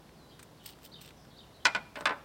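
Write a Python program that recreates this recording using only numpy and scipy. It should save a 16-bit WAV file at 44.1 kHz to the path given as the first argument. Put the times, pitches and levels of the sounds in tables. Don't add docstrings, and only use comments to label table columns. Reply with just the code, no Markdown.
import sys
import numpy as np
from scipy import signal
from scipy.fft import rfft, irfft, next_fast_len
from scipy.io import wavfile
from scipy.ndimage import map_coordinates

SR = 44100
rng = np.random.default_rng(int(sys.argv[2]) if len(sys.argv) > 2 else 0)


def digitize_waveform(pressure):
    field = np.atleast_2d(pressure).T
    bounded = np.clip(field, -1, 1)
    quanta = np.round(bounded * 32767).astype(np.int16)
    wavfile.write(sys.argv[1], SR, quanta)


N = 99136

# start in seconds, level in dB, spectral tilt in dB per octave.
ARROW_IMPACTS = [(1.6532, -16.5, 1), (1.7486, -25.5, -3.5)]
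CASE_IMPACTS = [(1.9562, -37, 3), (1.968, -42, -12), (2.008, -41.5, -10.5), (2.0555, -20, 2),
                (2.0655, -35.5, -9), (2.089, -55, -19), (2.093, -31.5, -1.5), (2.106, -31.5, -6.5),
                (2.127, -51, -9)]
# frequency in Hz, relative level in dB, T60 (time to decay by 60 dB) in seconds.
ARROW_RESONANCES = [(647, -34, 0.27), (804, -25.5, 0.35), (945, -12, 0.061), (1035, -5, 0.061),
                    (1360, -39, 0.072), (1373, -25, 0.044), (1481, 4, 0.089), (1700, -27, 0.069),
                    (1984, -2.5, 0.1), (2408, -1.5, 0.17), (2452, -14, 0.17), (3060, -3, 0.038),
                    (3300, -4, 0.041)]
PANEL_RESONANCES = [(588, -9, 0.19), (635, -10.5, 0.14), (839, -10.5, 0.21), (893.3, -7, 0.23),
                    (1021, -2, 0.17), (1360, -10, 0.29), (1513, -1, 0.12), (1700, 3, 0.1), (2250, -5, .12),
                    (2337, -3.5, 0.13), (3130, -9.5, .1), (3490, -9, 0.036)]
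# frequency in Hz, relative spectral density in dB.
ARROW_SPECTRUM = [(70, -32), (170, -11), (250, -7.5), (380, -20.5), (620, -7.5), (730, -10), (950, -1),
                  (1180, -8.5), (1450, 4), (1800, -7), (2050, 1), (2450, 0), (2780, -7.5), (3400, -3),
                  (5000, -5), (5800, -15), (8400, -15.5), (10200, -34.5), (13300, -39.5), (15500, -45)]
CASE_SPECTRUM = [(60, -73), (240, -5.5), (400, -9), (900, 0.5), (1600, 4.5), (2800, -2.5), (3800, -5.5),
                 (5500, -13), (7000, -24), (9000, -25), (10500, -39), (15000, -44)]
BLADE_SPECTRUM = [(300, -24), (1300, -5.5), (2100, -3.5), (3100, 8), (4400, 3.5), (5200, 3), (6800, -5.5),
                  (8400, 3.5), (10300, -11.5), (13500, 0), (15600, -1.5)]
PLASTIC_SPECTRUM = [(300, -20), (900, -9), (1300, 7), (1800, -1.5), (2300, 0), (3000, -9), (3800, -3.5),
                    (4600, -9.5), (7000, -13), (8500, -6.5), (10200, -24.5), (15000, -26)]
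AIR_SPECTRUM = [(15, -33), (25, -13), (141, 1.5), (317, -4), (489, -6), (887, -10), (1020, -10.5),
                (1160, -13.5), (1740, -17), (2410, -21), (3720, -20), (5140, -23), (6560, -27),
                (14800, -32), (16000, -31.5)]
# frequency in Hz, T60 in seconds.
DENSE_MODE_DECAY = [(200, 0.16), (600, 0.19), (1500, 0.12), (3000, 0.073), (6000, 0.041), (13000, 0.044)]
BED_DECAY = [(200, 0.52), (900, 0.86), (1500, 0.48), (2400, 0.61), (5000, 0.5), (12000, 0.34)]
# start in seconds, level in dB, tilt in dB per octave, T60 in seconds.
BLADE_TICKS = [(.6592, -37.5, -1.5, 0.02), (.6612, -33.5, 5.5, 0.037), (0.676, -46, 0, 0.043),
               (.702, -45, 6, 0.043), (.733, -55, -7, .03), (.8515, -42, 5, 0.029), (.862, -49, -6, 0.016),
               (1.0137, -46, 2, 0.089), (1.061, -49, 3, 0.021)]
HANDLING_TAPS = [(.0917, -52, -4, 0.022), (.393, -47.5, 2.5, 0.068), (.428, -44.5, 8, 0.036),
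                 (.7872, -53, 1.5, 0.018), (1.1065, -49, -1.5, 0.026), (1.2505, -50, -2, 0.021),
                 (2.008, -37.5, 0.5, 0.028), (2.022, -40, -14, 0.037)]
# start in seconds, length in seconds, level in dB, tilt in dB per octave.
BLADE_SLIDES = [(0.626, 0.12, -54.5, -2), (0.811, 0.074, -53.5, 0.5), (0.998, .12, -56, -4),
                (1.95, 0.1, -58, -2)]
# time within it in seconds, pitch in Hz, relative level in dB.
SONG_CONTOUR = [(0, 3555, -12), (.006, 4050, 0), (.023, 4950, -3), (.026, 4110, 2), (0.03, 3570, 9.5),
                (0.038, 3914, -4), (0.039, 4560, -12), (.047, 3040, 0), (.056, 3150, -9.5),
                (.065, 3790, -17), (.078, 2790, -1), (.09, 2660, -24)]
# start in seconds, level in dB.
SONG_ENTRIES = [(.914, -53), (1.362, -57)]
# start and length in seconds, first, middle and last pitch in Hz, level in dB.
FAR_CHIRPS = [(0.283, 0.032, 4950, 4640, 4000, -63), (0.303, 0.0395, 3120, 3440, 3830, -61.5),
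              (0.565, 0.025, 3800, 4110, 3880, -68), (0.591, 0.039, 3325, 3020, 3070, -62),
              (0.645, .03, 4300, 4500, 4160, -62), (1.148, 0.093, 5830, 5400, 5060, -68),
              (1.299, .03, 4560, 3800, 4400, -61), (1.33, .025, 3280, 3480, 3900, -66.5),
              (1.523, .05, 4300, 4060, 3980, -63), (1.591, .04, 3390, 3175, 3100, -64.5)]
# frequency in Hz, level in dB.
DRONE_PARTIALS = [(60, -65.5), (157, -66)]
# frequency in Hz, side-signal gain in dB.
AIR_WIDTH = [(30, -14), (250, -35), (2000, -28), (3500, -23), (15000, -11)]
SCENE_WIDTH = [(100, -45), (2500, -78), (3400, -50), (4400, -29), (8000, -16), (15000, -11.5)]

RING_S = .5


def impacts(hits, spectrum, modes, ring_db):
    crack_db, crack_tilt_db, crack_t60, rise_s = 4, 2, .0051, .00038
    out, t = np.zeros(N), np.arange(int(RING_S * SR)) / SR
    hz, mode_db, t60 = np.transpose(modes)[:, :, None]
    common = noise(spectrum, len(t))
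    for start, db, tilt_db in hits:
        scatter_db, phase = rng.standard_normal((2, len(modes), 1))
        gains = amp(ring_db + mode_db + scatter_db + tilt_db * np.log2(hz / hz.mean()))
        ring = gains * decay(t, t60) * np.sin(2 * np.pi * (hz * t + phase))
        crack = amp(crack_db) * noise(spectrum, len(t), tilt_db + crack_tilt_db) * decay(t, crack_t60)
        excitation = filtered(common + noise(spectrum, len(t)), lambda f: amp(tilt(f, tilt_db)))
        dense = damped(unit(excitation), DENSE_MODE_DECAY)
        attack = 1 - np.exp(-t / rise_s)
        add(out, start, amp(db) * (crack + dense + ring.sum(0)) * attack)
    return out


def arrow():
    lead_s, graze_hz, width_octaves, graze_db = .004, 5400, .4, -31.5
    out = impacts(ARROW_IMPACTS, ARROW_SPECTRUM, ARROW_RESONANCES, ring_db=-4)
    n = SR // 100
    band = lambda hz: 1 / (1 + (np.log2((hz + 1) / graze_hz) / width_octaves) ** 2) ** 2
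    graze = unit(filtered(rng.standard_normal(n), band)) * signal.windows.tukey(n, .2)
    add(out, ARROW_IMPACTS[0][0] - lead_s, amp(graze_db) * graze)
    return out


def tape_case():
    return impacts(CASE_IMPACTS, CASE_SPECTRUM, PANEL_RESONANCES, ring_db=-11.5)


def clicks(contacts, spectrum):
    out, t = np.zeros(N), np.arange(SR // 4) / SR
    attack = 1 - np.exp(-t / .0002)
    for start, db, tilt_db, t60 in contacts:
        add(out, start, amp(db) * noise(spectrum, len(t), tilt_db) * decay(t, t60) * attack)
    return out


def blade_rasp():
    catch_db, catches_per_s = 4.5, 380
    out, t = np.zeros(N), np.arange(SR // 4) / SR
    for start, length, db, tilt_db in BLADE_SLIDES:
        catching = unit(amp(catch_db * wobble(catches_per_s)[:len(t)]))
        add(out, start, amp(db) * noise(BLADE_SPECTRUM, len(t), tilt_db) * catching * arch(t, length))
    return out


def bird_song():
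    out, t = np.zeros(N), np.arange(SR // 4) / SR
    times, pitch_hz, level_db = np.transpose(SONG_CONTOUR)
    envelope = amp(np.interp(t, times, level_db)) * (t < times[-1])
    phrase = envelope * tone(np.interp(t, times, pitch_hz))
    for start, db in SONG_ENTRIES:
        add(out, start, amp(db) * phrase)
    return out


def bird_chirps():
    out, t = np.zeros(N), np.arange(SR // 4) / SR
    for start, length, *pitches_hz, db in FAR_CHIRPS:
        parabola = np.polyfit([0, .5, 1], pitches_hz, 2)
        glide_hz = np.polyval(parabola, np.minimum(t / length, 1))
        warble = 1 + .065 * wobble(250.5)[:len(t)]
        add(out, start, amp(db) * arch(t, length) * tone(glide_hz * warble))
    return out


def bird_whistle():
    start_s, level_db, first_hz, last_hz, fall_s = .15, -65, 5900, 3930, .026
    out, t = np.zeros(N), np.arange(SR // 4) / SR
    pitch_hz = last_hz + (first_hz - last_hz) * np.exp(-t / fall_s)
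    add(out, start_s, amp(level_db) * arch(t, length_s=.15) * tone(pitch_hz))
    return out


def birds():
    song, chirps = bird_song(), bird_chirps()
    yard = reverberation(amp(-1) * song + amp(3.5) * chirps, [(4000, .45)])
    return song + chirps + yard + bird_whistle()


def outdoor_air():
    mid = noise(AIR_SPECTRUM, N)
    side = filtered(noise(AIR_SPECTRUM, N), lambda hz: amp(along(AIR_WIDTH, hz)))
    return amp(-56.5) * np.array([mid + side, mid - side])


def machine_drone():
    out, t = np.zeros(N), np.arange(N) / SR
    for hz, db in DRONE_PARTIALS:
        out += amp(db + .67 * wobble(4.97)) * np.sin(2 * np.pi * hz * t + wobble(6.6))
    return out


def truck_bed(x):
    rib_s, rib_db, wall_s, wall_db, ring_db = .00199, -14.5, .0139, -8, -19.5
    delay = lambda hz, seconds: np.exp(-2j * np.pi * hz * seconds)
    early = filtered(x, lambda hz: 1 + amp(rib_db) * delay(hz, rib_s) + amp(wall_db) * delay(hz, wall_s))
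    return early + amp(ring_db) * reverberation(x, BED_DECAY)


def reverberation(x, t60s):
    tail = damped(rng.standard_normal(int(RING_S * SR)), t60s)
    return signal.fftconvolve(x, tail / np.linalg.norm(tail))[:N]


def widened(pair):
    spectra = signal.stft(pair.mean(0), nperseg=128)[2]
    scrambled = spectra * np.exp(2j * np.pi * rng.random(spectra.shape))
    diffuse = 2 * signal.istft(scrambled, nperseg=128)[1][:N]
    side = filtered(diffuse, lambda hz: amp(along(SCENE_WIDTH, hz)))
    return pair + np.array([side, -side])


def amp(db):
    return 10 ** (np.asarray(db) / 20)


def unit(x):
    return x / np.sqrt(np.mean(x ** 2) + 1e-20)


def along(points, hz):
    knots_hz, values = np.transpose(points)
    return np.interp(np.log(hz + 1), np.log(knots_hz + 1), values)


def tilt(hz, db_per_octave):
    return db_per_octave * np.log2(1 + hz / 500)


def decay(t, t60):
    return np.exp(-np.log(1000) * t / t60)


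def arch(t, length_s):
    return np.sin(np.pi * np.minimum(t / length_s, 1))


def tone(hz):
    return np.sin(2 * np.pi * np.cumsum(hz) / SR)


def wobble(rate):
    return map_coordinates(rng.standard_normal(256), [np.arange(N) * rate / SR], mode="wrap")


def filtered(x, response):
    n = x.shape[-1]
    padded = next_fast_len(n + SR // 4)
    return irfft(rfft(x, padded) * response(np.fft.rfftfreq(padded, 1 / SR)), padded)[..., :n]


def noise(spectrum, n, tilt_db=0):
    return unit(filtered(rng.standard_normal(n), lambda hz: amp(along(spectrum, hz) + tilt(hz, tilt_db))))


def damped(x, t60s):
    hz, t, spectra = signal.stft(x, SR, nperseg=256)
    envelopes = decay(t, along(t60s, hz)[:, None])
    return signal.istft(spectra * envelopes, SR, nperseg=256)[1][:len(x)]


def add(track, start_s, sound):
    part = track[..., round(start_s * SR):][..., :sound.shape[-1]]
    part += sound[..., :part.shape[-1]]


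def scene():
    tailgate = truck_bed(arrow() + tape_case())
    handling = clicks(BLADE_TICKS, BLADE_SPECTRUM) + clicks(HANDLING_TAPS, PLASTIC_SPECTRUM)
    return widened(tailgate + handling + blade_rasp() + birds() + outdoor_air() + machine_drone())


def record(dry):
    return filtered(dry, lambda hz: hz < 16100)


dry = scene()
out = record(dry)
digitize_waveform(out)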